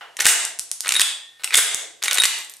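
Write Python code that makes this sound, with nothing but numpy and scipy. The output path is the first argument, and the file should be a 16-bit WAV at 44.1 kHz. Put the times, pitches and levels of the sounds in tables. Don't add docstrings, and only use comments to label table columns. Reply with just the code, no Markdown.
import sys
import numpy as np
from scipy import signal
from scipy.fft import rfft, irfft
from scipy.io import wavfile
from scipy.ndimage import uniform_filter1d

SR = 44100
rng = np.random.default_rng(int(sys.argv[2]) if len(sys.argv) > 2 else 0)


def amplitude_ratio(level_db):
    exponent = np.asarray(level_db, float) / 20
    return 10 ** exponent


def store_pcm(level_fs):
    pcm = np.round(np.clip(level_fs, -1, 1) * 32767).astype(np.int16)
    wavfile.write(sys.argv[1], SR, np.atleast_2d(pcm).T)


N = 114660


def evened(x):
    return x / np.sqrt(np.mean(x ** 2) + 1e-20)


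def peaked(x):
    return x / (abs(x).max() + 1e-12)


def read(points, hz):
    f, value = np.transpose(points)
    return np.interp(np.log(hz + 1), np.log(f + 1), value)


def add(mix, s, sound):
    part = mix[round(s * SR):][:len(sound)]
    part += sound[:len(part)]


def strike(mix, s, db, lift, sound):
    add(mix, s, amplitude_ratio(db) * lift[round((s + 0.002) * SR)] * sound)


def colour(points, size=512):
    hz = abs(np.fft.fftfreq(4096, 1 / SR))
    log_gain = np.log(amplitude_ratio(read(points, hz)))
    return np.fft.ifft(np.exp(np.conj(signal.hilbert(log_gain)))).real[:size]


def shaped(points):
    gain = amplitude_ratio(read(points, np.fft.rfftfreq(N, 1 / SR)))
    return evened(irfft(rfft(rng.standard_normal(N)) * gain, N))


def ring(modes, length, spread_db, detune=0.0047):
    hz, db, t60 = np.transpose(modes)[:, :, None]
    t = np.arange(0, length, 1 / SR)
    chance = rng.standard_normal((len(modes), 2))
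    decay = amplitude_ratio(db + spread_db * chance[:, :1] - 60 * t / t60)
    tone = np.sin(2 * np.pi * hz * (1 + detune * chance[:, 1:]) * t)
    return (decay * tone).sum(0)


# f/Hz, level/dB
FLOOR_MID_SPECTRUM = [(30, -18), (200, -6), (500, -8), (1500, 0), (3500, 0), (8000, -3), (12500, -8),
                      (14500, -30)]
FLOOR_SIDE_SPECTRUM = [(30, -18), (300, 0), (4000, -5), (14000, -54)]


def background():
    return np.array([amplitude_ratio(-60) * shaped(FLOOR_MID_SPECTRUM), amplitude_ratio(-65) * shaped(FLOOR_SIDE_SPECTRUM)])


def mains_hum():
    return amplitude_ratio(-81) * np.sin(2 * np.pi * 120 * np.arange(N) / SR)


# f/Hz, level/dB, t60/s
KNOCK_MODES = [(850, -3, 0.004), (1360, 0.5, 0.0018), (1800, 13, 0.0027), (2870, 4, 0.0076)]


def distant_knock():
    out = np.zeros(N)
    add(out, 0.0074, amplitude_ratio(-23) * ring(KNOCK_MODES, 0.067, 0))
    return out


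# f/Hz, t60/s
ROOM_DECAY = [(300, 0.91), (1200, 0.44), (3500, 0.46), (8000, 0.41), (13000, 0.25)]
# f/Hz, level/dB
ROOM_MID_SPECTRUM = [(300, -5), (800, 6.5), (2000, 5), (8000, 4.5), (13000, 6)]
ROOM_SIDE_SPECTRUM = [(200, -32), (700, -22.5), (2500, -1.5), (8000, 0.5), (13000, 9.5)]


def room(x):
    spacing, delay_s, rise_s = 20, 0.00048, 0.0024
    taps = np.zeros((2, SR))
    at = np.arange(0, SR - spacing, spacing) + rng.integers(0, spacing, (2, (SR - 1) // spacing))
    np.put_along_axis(taps, at, rng.choice([-1., 1.], at.shape), 1)
    hz, t, bands = signal.stft(taps, SR, nperseg=256)
    spectrum = np.array([read(ROOM_MID_SPECTRUM, hz), read(ROOM_SIDE_SPECTRUM, hz)])
    db = spectrum[:, :, None] - 60 * t / read(ROOM_DECAY, hz)[:, None]
    tail = signal.istft(bands * amplitude_ratio(db), SR, nperseg=256)[1][:, :SR] / 50
    tail = tail * np.clip((np.arange(SR) / SR - delay_s) / rise_s, 0, 1) * 2
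    return signal.fftconvolve(x[None], tail, axes=1)[:, :N]


# f/Hz, level/dB, t60/s
FRAME_MODES = [(745, -22.5, 0.075), (913, -5.5, 0.033), (1500, -5, 0.097), (1820, -4, 0.045),
               (2200, 5.5, 0.025), (2500, 6, 0.013), (2965, 12, 0.007), (3850, 22, 0.0025)]
SLIDE_MODES = [(5270, -34, 0.0035), (6660, -19, .006), (7260, 1, 0.0041), (8180, 1, 0.015),
               (8450, 7.5, 0.0025), (9250, 11, 0.0023), (10400, -4, 0.0073)]
# f/Hz, level/dB
CRACK_SPECTRUM = [(200, -52.5), (600, -17.5), (2000, 0), (4800, -3.5), (8500, -2), (12500, -12.5),
                  (15500, -50)]


def clack(treble_db, length, own_hz):
    t = np.arange(0, 0.06, 1 / SR)
    grit = rng.standard_normal(len(t)) * amplitude_ratio(1.5 * rng.exponential(1, len(t)))
    drive = grit * np.minimum(t / 0.00024, 1) * amplitude_ratio(-30 * t / max(length, 1e-3))
    frame = evened(ring(FRAME_MODES, 0.04, spread_db=2))
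    slide = evened(ring(SLIDE_MODES, 0.04, spread_db=2))
    body = amplitude_ratio(-treble_db / 2) * frame + amplitude_ratio(treble_db / 2) * slide
    body = body / np.linalg.norm(body) * min(length / 0.018, 1)
    own = ring([(own_hz, 0, 35 / own_hz)], 0.03, 0, 0)
    add(body, 0, amplitude_ratio(-2) * own / np.linalg.norm(own))
    tilted = [(hz, db + treble_db * (np.clip(hz / 5000, 0.5, 1.5) - 1)) for hz, db in CRACK_SPECTRUM]
    crack = colour(tilted)
    add(body, 0, amplitude_ratio(5) * crack / np.linalg.norm(crack))
    return peaked(signal.fftconvolve(drive, body))


# t/s, heard peak level/dB, treble share/dB, length/s, loudest ring f/Hz
SLIDE_HOME = [(.168, -17.5, 5, 0.008, 6840), (0.201, -8, -3, 0.0081, 1430), (0.183, -45, -32, 0.014, 500),
              (0.2047, -4, -3, 0.012, 2190), (0.2185, -10.5, 3, 0.017, 2500),
              (0.2452, -13, -4, 0.014, 8500), (0.2474, -9, -4, .012, 2270),
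              (0.2548, 0.5, -8.5, 0.014, 2000), (0.265, 1.5, 4.5, 0.028, 8150), (0.2805, -5, 4, 0.14, 7400),
              (0.285, -6.5, 1, 0.06, 8200), (1.4352, -15, -3, 0.013, 2800),
              (1.4433, -5.5, -0.5, 0.0086, 8140), (1.475, -18.5, -9, 0.0057, 2720),
              (1.506, -16, -13, 0.013, 2500), (1.523, -17.5, -16, 0.032, 2200),
              (1.529, -17.5, -17, 0.03, 2350), (1.534, -14, -8, .015, 2320), (1.5407, -1, -1, 0.018, 2270),
              (1.5447, 2.5, -1.5, 0.004, 3490), (1.5539, 0.5, 11, 0.011, 6860),
              (1.568, -4.5, 31, 0.046, 9600), (1.575, -0.5, 4.5, 0.04, 7300), (1.585, -4.5, 2, 0.037, 9400)]
FIRST_PULL = [(0.846, -27, -18, 0.0046, 2340), (0.8477, -16, -8, 0.008, 3650),
              (0.859, -14.5, -20, 0.012, 1710), (0.8697, -17, 18, 0.0055, 7500),
              (0.871, -12, -23.5, 0.016, 2510), (0.8803, -7.5, 19, 0.0016, 9600),
              (.889, -19.5, 9, 0.0036, 7600), (0.8907, 0, 0, 0.0058, 8070), (.9065, -11.5, -11, 0.01, 7550),
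              (0.9215, 0, 0, 0.0078, 7100), (0.9394, -4.5, -3, 0.0024, 8700), (0.944, -7.5, 8, .012, 2890),
              (0.9532, -9.5, -17, 0.0098, 3600), (0.9645, -7.5, -2.5, 0.008, 3960),
              (0.9923, -21, 5, .003, 9200), (0.9958, 2.5, -0.5, 0.0059, 2160),
              (1.0059, -3, 7, 0.0098, 1880), (1.0105, -3.5, 5.5, 0.0027, 4800),
              (1.0148, 0.5, 2.5, 0.012, 3800)]
SECOND_PULL = [(2.021, -24.5, -15, 0.014, 2500), (2.0267, -7, -1, 0.0022, 5400),
               (2.037, -4.5, 6, 0.0043, 6650), (2.042, -9.5, 2.5, 0.042, 7400),
               (2.057, -12, -11, 0.023, 2050), (2.0768, -14, 12, 0.0036, 7720),
               (2.0811, -2.5, -10, 0.0073, 2340), (2.111, -4.5, -7.5, 0.0086, 7740),
               (2.115, -12.5, -14, 0.0063, 1710), (2.131, -5, 23, 0.0021, 7300),
               (2.1434, -6.5, 17, 0.015, 6800), (2.1533, -10, 34, 0.0027, 6430),
               (2.173, -3, -7, 0.011, 2900), (2.183, -1.5, -6.5, 0.013, 7360),
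               (2.1995, -21, -14, 0.0057, 9900), (2.204, -13, 5, 0.0014, 9300),
               (2.22, -2.5, -5, 0.0055, 8540), (2.2358, 1, -5.5, 0.011, 2840),
               (2.243, -2.5, 4, 0.004, 9200), (2.2484, -5.5, 0, 0.0037, 2950),
               (2.2534, -1, 1, 0.0063, 2150), (2.257, -5, 3, 0.0054, 8140)]


def slide_contacts(lift):
    out = np.zeros(N)
    for s, db, treble_db, length, own_hz in SLIDE_HOME + FIRST_PULL + SECOND_PULL:
        strike(out, s, db, lift, clack(treble_db, length, own_hz))
    return out


# start t/s, end t/s, heard level/dB
RAIL_STROKES = [
    (0.185, 0.285, -31.5),
    (0.831, 0.986, -37),
    (1.392, 1.43, -48.5),
    (1.446, 1.557, -44.5),
    (2.018, 2.252, -33.5),
]


def rail_friction(lift):
    t = np.arange(N) / SR
    asperities = rng.standard_normal(N) * amplitude_ratio(2.7 * rng.exponential(1, N))
    unevenness = evened(uniform_filter1d(rng.standard_normal(N), size=200))
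    grit = asperities * amplitude_ratio(4.9 * unevenness)
    rub = evened(signal.oaconvolve(grit, ring(FRAME_MODES + SLIDE_MODES, 0.063, 0))[:N])
    stroke = sum(amplitude_ratio(db) * np.clip(np.minimum(t - a, b - t) / 0.0061, 0, 1) for a, b, db in RAIL_STROKES)
    return rub * stroke * lift


# t/s, squeeze/dB
SQUEEZE_EVENTS = [(0.255, 15), (0.92, 10), (0.9927, 6), (1.0108, 7), (1.54, 21), (1.7468, 6.5),
                  (2.0800, 6.5), (2.2359, 12)]


def squeeze_db():
    t = np.arange(N) / SR
    release_db_per_s = 83.5
    lost = [np.clip(db - release_db_per_s * (t - s), 0, None) * (t >= s) for s, db in SQUEEZE_EVENTS]
    return uniform_filter1d(np.max(lost, 0), size=60)


# t/s, heard level/dB
THUMP_EVENTS = [(0.255, -35), (0.288, -35), (0.593, -38.5), (0.92, -40), (0.999, -46), (1.014, -40),
                (1.552, -35), (1.585, -38), (1.746, -39), (2.25, -35)]


def thumps(lift):
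    out, t = np.zeros(N), np.arange(0, 0.05, 1 / SR)
    hz, decay_s, rise_s = 88, 0.0013, 0.00028
    push = np.exp(-t / decay_s) * np.cos(2 * np.pi * hz * t) * np.minimum(t / rise_s, 1)
    for s, db in THUMP_EVENTS:
        strike(out, s, db, lift, push)
    return out


# t/s, heard level/dB
BREECH_BLOWS = [
    (0.266, -9.5),
    (1.587, -14),
]
# f/Hz, level/dB, t60/s
BREECH_MODES = [(1590, -5, 0.045), (1726, 4, 0.01)]


def breech(lift):
    out = np.zeros(N)
    for s, db in BREECH_BLOWS:
        strike(out, s, db, lift, ring(BREECH_MODES, 0.2, 0, 0))
    return out


# t/s, heard peak level/dB
CARTRIDGE_BOUNCES = [(0.4515, -1), (0.5895, -11), (0.5948, -0.5), (.655, -34), (.6928, -27), (0.7153, 0),
                     (0.8067, -1.5), (1.7462, 0), (2.3865, -17), (2.4475, -19), (2.4975, -17),
                     (2.5385, -20), (2.5685, -25)]
# f/Hz, level/dB
TICK_SPECTRUM = [(400, -22), (2500, -12), (6100, 0.5), (9500, 5.5), (12500, -8.5), (15500, -50)]


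def cartridge_ticks(lift):
    out, t = np.zeros(N), np.arange(300) / SR
    for s, db in CARTRIDGE_BOUNCES:
        drive = 0.15 * rng.standard_normal(300) * amplitude_ratio(-60 * t / 0.003)
        drive[0] = 1
        strike(out, s, db, lift, peaked(np.convolve(drive, colour(TICK_SPECTRUM))))
    return out


# t/s, heard level/dB
BARREL_BLOWS = [
    (.952, -20),
    (.964, -13),
    (1.572, -21.5),
    (2.083, -24),
    (2.182, -17.5),
    (2.2, -10.5),
]
# f/Hz, level/dB, t60/s
BARREL_MODES = [(3786, 4, 0.056), (9630, 0.5, 0.036)]


def barrel(lift):
    out = np.zeros(N)
    for s, db in BARREL_BLOWS:
        strike(out, s, db, lift, ring(BARREL_MODES, 0.13, 0, 0.00056))
    return out


# f/Hz, width/Hz, level/dB, t60/s
SPRING_MODES = [(3320, 60, -29, .55), (3400, 60, -30, .5), (3490, 40, -24.5, .55), (3840, 60, -35, .55),
                (1829, 5, -55, 9.0)]


def spring():
    out, t = np.zeros(N), np.arange(SR) / SR
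    damped = np.clip((0.42 - t) * 50, 0, 1)
    for hz, width, db, t60 in SPRING_MODES:
        pole = np.exp(-np.pi * width / SR)
        noise = rng.standard_normal(2 * SR) + 1j * rng.standard_normal(2 * SR)
        wobble = signal.lfilter([1], [1, -pole], noise)[SR:]
        phasor = wobble / abs(wobble).mean() + 20 / width
        tone = evened((phasor * np.exp(2j * np.pi * hz * t)).real)
        add(out, 1.016, amplitude_ratio(db - 60 * t / t60) * damped * tone)
    return out


# t/s, heard level/dB
CASE_BLOWS = [
    (2.037, -38),
    (2.2, -46),
    (2.387, -44),
    (2.498, -46),
]


def brass_case(lift):
    out, hz, t60 = np.zeros(N), 12740, 0.25
    for s, db in CASE_BLOWS:
        strike(out, s, db, lift, ring([(hz, 0, t60), (hz + 45, -3, t60)], 0.27, 0, 0))
    return out


# f/Hz, level/dB
PORT_SPECTRUM = [(250, 4), (600, -3), (1400, -12), (2500, -25)]


def microphone_side(mid):
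    gain = amplitude_ratio(read(PORT_SPECTRUM, np.fft.rfftfreq(N, 1 / SR)))
    return irfft(1j * rfft(mid) * gain, N)


def scene():
    lift = amplitude_ratio(squeeze_db())
    gun = slide_contacts(lift) + rail_friction(lift) + breech(lift) + barrel(lift) + spring()
    brass = cartridge_ticks(lift) + brass_case(lift)
    wet = room(amplitude_ratio(-1.5) * gun + brass + distant_knock())
    low_cut = signal.butter(3, 435, "high", fs=SR, output="sos")
    mid, side = signal.sosfilt(low_cut, wet + [gun + brass, 0 * gun])
    side = side + microphone_side(mid)
    low = thumps(lift) + mains_hum()
    floor_mid, floor_side = background()
    mid = mid + low + floor_mid
    side = side + 0.28 * low + floor_side
    return np.array([mid + side, mid - side])


def top_cut(x):
    return signal.sosfilt(signal.butter(12, 16490, fs=SR, output="sos"), x)


def record(dry):
    x = dry / amplitude_ratio(squeeze_db())
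    ceiling = 2.2
    x = ceiling * np.tanh(x / ceiling)
    x = signal.oaconvolve(x, signal.firwin(255, 15800, fs=SR)[None], "same")
    return top_cut(np.clip(x, -1, 1))


dry = scene()
out = record(dry)
store_pcm(out)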